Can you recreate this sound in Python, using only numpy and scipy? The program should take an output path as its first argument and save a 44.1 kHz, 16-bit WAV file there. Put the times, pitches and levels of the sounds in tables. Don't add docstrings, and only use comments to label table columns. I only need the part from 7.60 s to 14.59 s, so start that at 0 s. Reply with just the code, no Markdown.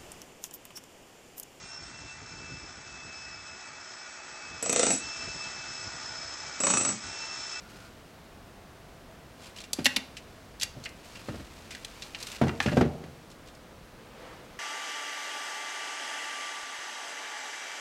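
import sys
import numpy as np
from scipy import signal
from scipy.fft import rfft, irfft, next_fast_len
from scipy.io import wavfile

SR = 44100
rng = np.random.default_rng(int(sys.argv[2]) if len(sys.argv) > 2 else 0)


def store_wav(level_fs):
    pcm = np.round(np.clip(np.atleast_2d(level_fs), -1, 1) * 32767)
    wavfile.write(sys.argv[1], SR, pcm.T.astype(np.int16))


N = 308259
TIME = np.arange(N) / SR
BANDS_HZ = 45 * 2 ** (np.arange(18) / 2)
# (time [s], level [dB], softness corner [Hz], boom [dB re knock], scratch [dB re level])
LANDINGS = [(2.186, -31.5, 393, -7, -11), (2.206, -49, 380, -14, -24), (2.366, -42.5, 326, -23, -14),
            (3.164, -41.5, 346, 5, -32), (3.6846, -34.5, 350, -6, -9.5), (3.742, -42.5, 650, -5, -15),
            (3.796, -45, 400, -5, -6), (4.814, -19.5, 794, -2, -23), (4.835, -23.5, 357, -3, -23),
            (4.868, -29.5, 380, -15, -25), (4.892, -32, 400, -19, -20), (5.0589, -25.5, 630, -0.5, -7),
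            (5.073, -27, 218, -6.5, -15), (5.117, -30, 330, -1, -11.5), (5.128, -26.5, 220, 3.5, -20),
            (5.169, -17.5, 627, -1, -20.5), (5.2092, -18.5, 490, -9, -21), (5.251, -28, 415, 1.5, -37),
            (5.436, -49, 736, -13.5, -2)]


def from_db(db):
    return 10 ** (np.asarray(db) / 20)


def unit_energy(x):
    return x / np.sqrt(np.sum(x ** 2) + 1e-20)


def unit_rms(x):
    return unit_energy(x) * np.sqrt(len(x))


def in_time(rows, column=1):
    return np.interp(TIME, np.array(rows)[:, 0], np.array(rows)[:, column])


def at_hz(rows, hz, column=1):
    return np.interp(np.log(hz), np.log(np.array(rows)[:, 0]), np.array(rows)[:, column])


def cut(x, hz, kind, order=2):
    return signal.sosfilt(signal.butter(order, np.clip(hz, 10, .45 * SR), kind, fs=SR, output="sos"), x)


def resonate(x, hz, width_hz):
    r = np.exp(-np.pi * width_hz / SR)
    feedback = [1, -2 * r * np.cos(2 * np.pi * hz / SR), r * r]
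    return signal.lfilter(np.array([1, 0, -1]) * (1 - r * r) / 2, feedback, x + 1e-18)


def noise(spectrum):
    size = next_fast_len(N)
    hz = np.maximum(np.fft.rfftfreq(size, 1 / SR), 1)
    coloured = rfft(rng.standard_normal(size)) * from_db(at_hz(spectrum, hz))
    return unit_rms(irfft(coloured, size)[:N])


def band_noise(hz, size):
    edges_hz = hz * np.sqrt(2) ** np.array([-.5, .5])
    return cut(rng.standard_normal(size + SR // 10), edges_hz, "band")[-size:]


def add(track, s, sound):
    start = int(s * SR)
    track[start:start + len(sound)] += sound[:N - start]


def swells(rows, attack_s=0.027, release_s=0.023):
    power = np.zeros(N)
    for s, length, db in rows:
        attack = np.minimum(TIME - s, 0) / attack_s
        release = np.maximum(TIME - s - length, 0) / release_s
        power += (from_db(db) * np.exp(attack - release)) ** 2
    return np.sqrt(power)


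def rubbing(gain, spectrum, grain_db, grains_per_s):
    catch = np.interp(TIME * grains_per_s, np.arange(N), rng.standard_normal(N))
    return gain * unit_rms(from_db(grain_db * catch)) * noise(spectrum)


def room_tone(air_db=-51, notes_hz=(660, 505), width_hz=70):
    # (frequency [Hz], density [dB])
    air_colour = [(12, -54), (20, -2.5), (55, -0.5), (138, -3), (210, -3), (399, -7.5), (485, -9),
                  (624, -10.5), (802, -11.5), (1260, -13), (1440, -14), (2080, -17.5), (4300, -23),
                  (11800, -33), (16000, -35)]
    # (time [s], upper note [dB], lower note [dB])
    note_levels = [(0, -63.5, -74), (1, -61.5, -68), (3, -63, -67.5), (4.5, -63.5, -64.5),
                   (5.7, -69, -62.5), (6.99, -65, -56.5)]
    out = from_db(air_db) * noise(air_colour)
    for column, hz in enumerate(notes_hz, start=1):
        note = unit_rms(resonate(rng.standard_normal(N), hz, width_hz))
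        out += from_db(in_time(note_levels, column)) * note
    return out


def fur_rustle():
    # (time [s], level [dB])
    drag = [(0, -61.5), (.55, -68), (.8, -84), (1.7, -75), (2.4, -61.5), (3.1, -66.5), (3.6, -57.5),
            (4.3, -54), (4.9, -53.5), (5.3, -60), (6.1, -77), (6.99, -62.5)]
    # (start [s], length [s], level [dB])
    strokes = [(0.1, .17, -56.5), (1.81, 0.086, -53.5), (1.97, 0.044, -54), (2.17, 0.17, -52.5),
               (3.2, 0.064, -59), (3.44, 0.33, -54.5), (4.43, 0.036, -52.5), (4.62, .14, -46),
               (5.04, 0.16, -48.5)]
    # (frequency [Hz], density [dB])
    fur_colour = [(700, -1.5), (1400, 0), (1700, -3), (2500, 2), (3300, -1.5), (4300, 0), (6000, -4),
                  (8300, -7.5), (9300, -11), (13000, -16), (16000, -25)]
    slide = np.hypot(from_db(in_time(drag)), swells(strokes))
    return rubbing(slide, fur_colour, grain_db=2.5, grains_per_s=300)


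def rim_rub(tone_hz=1430, width_hz=220):
    # (start [s], length [s], level [dB])
    rubs = [(0.03, .24, -61.5)]
    tone = resonate(resonate(rng.standard_normal(N), tone_hz, width_hz), tone_hz, width_hz)
    return swells(rubs) * unit_rms(tone)


def creak_slips(gap_s=0.0115, jitter=0.121, scatter_db=3.5, top_hz=6300, decay_ms=6.5, max_slips=10):
    # (start [s], length [s], slip level [dB], low edge [Hz])
    creaks = [(1.82, .055, -52.5, 2720), (1.962, .02, -49, 2500), (2.003, .02, -45, 3000),
              (2.038, .02, -49.5, 2500), (2.998, .01, -45, 3600), (3.238, .02, -46, 3800),
              (4.587, .033, -47, 3400), (5.701, .02, -60, 3500), (5.86, .045, -61, 3000),
              (5.949, .01, -54, 4400)]
    slips = []
    for s, length, level_db, low_hz in creaks:
        for k, (late, strong) in enumerate(rng.standard_normal((max_slips, 2))):
            if k * gap_s < length:
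                start = s + gap_s * (k + jitter * late * min(k, 1))
                slips.append((start, level_db + scatter_db * strong, low_hz, top_hz, decay_ms))
    return slips


def cane_cracks(slips, spiky_db=3, rise_ms=0.94, shiver_db=-20, shiver_ms=13, tick_db=9,
                body_db=-4, splinter_db=-5, hard_db=-27, long_cane_hz=2400):
    # (frequency [Hz], width [Hz], gain [dB])
    cane_modes = [(1690, 500, -2), (1944, 75, -3.5), (2410, 37, 4), (2560, 35, -0.5), (2770, 23, 9.5),
                  (3250, 39, -33), (4070, 46, 0), (4330, 56, -7), (4660, 42, -6.5), (5450, 73, -7),
                  (6080, 40, -7), (7530, 330, -7), (9760, 1700, -11)]
    # (frequency [Hz], width [Hz], gain [dB])
    basket_modes = [(256, 25, 10), (532, 90, 3), (816, 58, 2.5), (1290, 36, -21)]
    out, ms = np.zeros(N), 1000 * TIME[:SR // 10]
    for s, level_db, low_hz, high_hz, decay_ms in slips:
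        white, sizes = rng.standard_normal((2, len(ms)))
        attack = 1 - np.exp(-ms / rise_ms)
        decay = np.exp(-ms / decay_ms) + from_db(shiver_db) * np.exp(-ms / shiver_ms)
        cracks = white * from_db(spiky_db * np.minimum(sizes, 2)) * attack * decay
        cracks[SR // 1500] += from_db(tick_db)
        cane = resonate(cracks, 1.15 * low_hz, width_hz=320)
        weave = sum(from_db(db) * resonate(cracks, hz, width) for hz, width, db in cane_modes)
        slip = cut(cracks + cane + weave, low_hz, "high", order=3)
        slip = cut(cut(slip, high_hz, "low"), 11000, "low", order=1)
        force = min(1, from_db(level_db - hard_db))
        body = sum(from_db(db + body_db) * resonate(cracks, hz, width) for hz, width, db in basket_modes)
        body = cut(body, 230, "high", order=3) * min(1, long_cane_hz / low_hz) ** 3
        sharpness = min(1, high_hz / 6000) ** 2
        splinters = from_db(splinter_db) * sharpness * resonate(cracks, hz=9900, width_hz=1300)
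        slip += force * (body + splinters)
        add(out, s, from_db(level_db) * unit_energy(slip) * np.sqrt(0.013 * SR))
    return out


def wicker_hits():
    # (time [s], level [dB], low edge [Hz], high edge [Hz], decay [ms])
    hits = [(1.9856, -44, 2760, 5000, 5), (2.1316, -27, 3760, 7900, 2.7), (2.2448, -31, 3270, 9700, 11),
            (2.2563, -19, 1920, 5500, 2.4), (2.2628, -19.5, 1750, 5800, 3.4),
            (2.3620, -26, 2670, 6000, 3.6), (2.3655, -25.5, 2030, 4900, 3.1),
            (2.568, -40.5, 2270, 5970, 11), (3.011, -35, 2400, 8150, 6.7), (3.02, -31, 3100, 6000, 7.1),
            (3.0294, -33, 1740, 7500, 6.4), (3.032, -28, 4100, 7700, 2.2), (3.2565, -35.5, 2030, 2300, 8.3),
            (3.290, -54, 4500, 8500, 5), (3.554, -45, 2200, 4050, 12), (4.106, -39.5, 1830, 6500, 24),
            (4.149, -41.5, 1670, 7000, 4), (4.247, -38, 2470, 7700, 3.4), (4.421, -38.5, 3380, 4340, 10.5),
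            (4.547, -36, 2570, 2400, 5.9), (4.627, -38, 3670, 7040, 4.3), (4.669, -40.5, 3170, 7400, 6),
            (4.717, -42.5, 2580, 7700, 7), (4.762, -46, 2200, 6360, 6.6), (4.8808, -39.5, 1290, 5560, 6),
            (4.893, -34.5, 1090, 1400, 3), (5.0020, -24, 710, 2500, 2.9), (5.008, -37, 1300, 5500, 13),
            (5.024, -37, 2260, 7600, 20), (5.083, -32.5, 1270, 1890, 11)]
    return hits


def thumps(rise_ms=0.82, scatter_db=1, slap_db=-4, slap_ratio=0.794, slap_width_hz=150, lowest_hz=66):
    # (frequency [Hz], level per half octave [dB], decay [ms])
    knock_bands = [(55, -16, 20), (86.5, -10, 20), (140, -1, 7.3), (244, 5, 34), (483, 0, 14),
                   (740, 2, 8.6), (1050, -2, 12), (1500, 1.5, 10), (4000, -2.5, 21), (12000, -3.5, 6)]
    # (frequency [Hz], level [dB], t60 [s])
    board_modes = [(88.1, -9.5, 0.6), (135.2, 2, 0.18), (158.7, -8, 0.38), (217.6, -1.5, 0.12),
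                   (242, 0, 0.24), (326, -13, 0.24), (367, -27, 0.14), (464, -17.5, 0.97), (536, -16, .2),
                   (593, 1.5, 0.13), (740, -3.5, 0.082), (914, -10, 0.24)]
    out, t = np.zeros(N), TIME[:SR // 2]
    ms = 1000 * t
    for s, level_db, soft_hz, boom_db, _ in LANDINGS:
        slap = np.sin(2 * np.pi * slap_ratio * soft_hz * t) * np.exp(-np.pi * slap_width_hz * t)
        knock, boom = np.zeros((2, len(t)))
        for hz in BANDS_HZ:
            burst = band_noise(hz, len(t)) * np.exp(-ms / at_hz(knock_bands, hz, column=2))
            knock += from_db(at_hz(knock_bands, hz)) * unit_energy(burst)
        for hz, db, t60 in board_modes:
            ring = from_db(db + scatter_db * rng.standard_normal() - 60 * t / t60)
            boom += ring * np.sin(2 * np.pi * hz * t) * rng.choice([-1, 1])
        hit = from_db(slap_db) * unit_energy(slap) + unit_energy(knock)
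        hit += from_db(boom_db) * unit_energy(boom)
        hit *= 1 - np.exp(-ms / rise_ms)
        hit = cut(hit, soft_hz, "low", order=1)
        hit = cut(hit, lowest_hz, "high", order=4)
        add(out, s, from_db(level_db) * unit_energy(hit) * np.sqrt(0.029 * SR))
    return out


def scratch_slips(lag_s=0.002, low_hz=1160, top_hz=4000, decay_ms=7.8):
    return [(s + lag_s, level_db + scratch_db, low_hz, top_hz, decay_ms)
            for s, level_db, _, _, scratch_db in LANDINGS]


def basket_lean():
    # (start [s], length [s], level [dB])
    leans = [(2.88, .42, -57), (3.7, .04, -49), (3.95, .2, -59)]
    # (frequency [Hz], density [dB])
    rumble_colour = [(15, -24), (40, -1), (65, 5), (110, 0), (200, -9), (500, -40), (2000, -70)]
    return swells(leans, attack_s=0.066, release_s=0.099) * noise(rumble_colour)


def rug_brush():
    # (start [s], length [s], level [dB])
    sweeps = [(6.42, 0.71, -59), (6.61, 0.12, -50)]
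    # (frequency [Hz], density [dB])
    rug_colour = [(150, -39), (250, -11), (413, -8), (441, -7), (494, -4.5), (600, -11), (752, -8.5),
                  (2840, -17), (12000, -42), (15600, -69), (22000, -120)]
    gesture = swells(sweeps, attack_s=0.076, release_s=0.1)
    return rubbing(gesture, rug_colour, grain_db=0.5, grains_per_s=200)


def room_reverb(send, build_s=0.0053):
    # (frequency [Hz], density [dB], t60 [s])
    tail_bands = [(80, 12, 0.81), (240, 1, 0.74), (684, 3.5, 0.84), (1300, 13.5, 0.26), (2650, 6, 0.35),
                  (5000, 0.5, 0.48), (9000, 3, 0.31), (15000, -2.5, 0.39)]
    t, tail = TIME[:SR], np.zeros(SR)
    for hz in BANDS_HZ:
        fade_db = at_hz(tail_bands, hz) - 60 * t / at_hz(tail_bands, hz, column=2)
        tail += band_noise(hz, SR) * from_db(fade_db)
    build_up = 1 - np.exp(-(t / build_s) ** 2)
    return signal.fftconvolve(send, unit_energy(tail * build_up))[:N]


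def scene():
    air = room_tone()
    floor = thumps() + basket_lean()
    rug = rug_brush()
    wicker = fur_rustle() + rim_rub() + cane_cracks(wicker_hits() + scratch_slips() + creak_slips())
    reverb = room_reverb(from_db(-15.5) * wicker + from_db(-16.5) * floor)
    return (wicker + floor + rug + reverb + air)[None]


def record(dry):
    top_cut = signal.ellip(10, .1, 80, 16000, fs=SR, output="sos")
    return signal.sosfilt(top_cut, cut(dry, 18, "high"))


dry = scene()
out = record(dry)
store_wav(out)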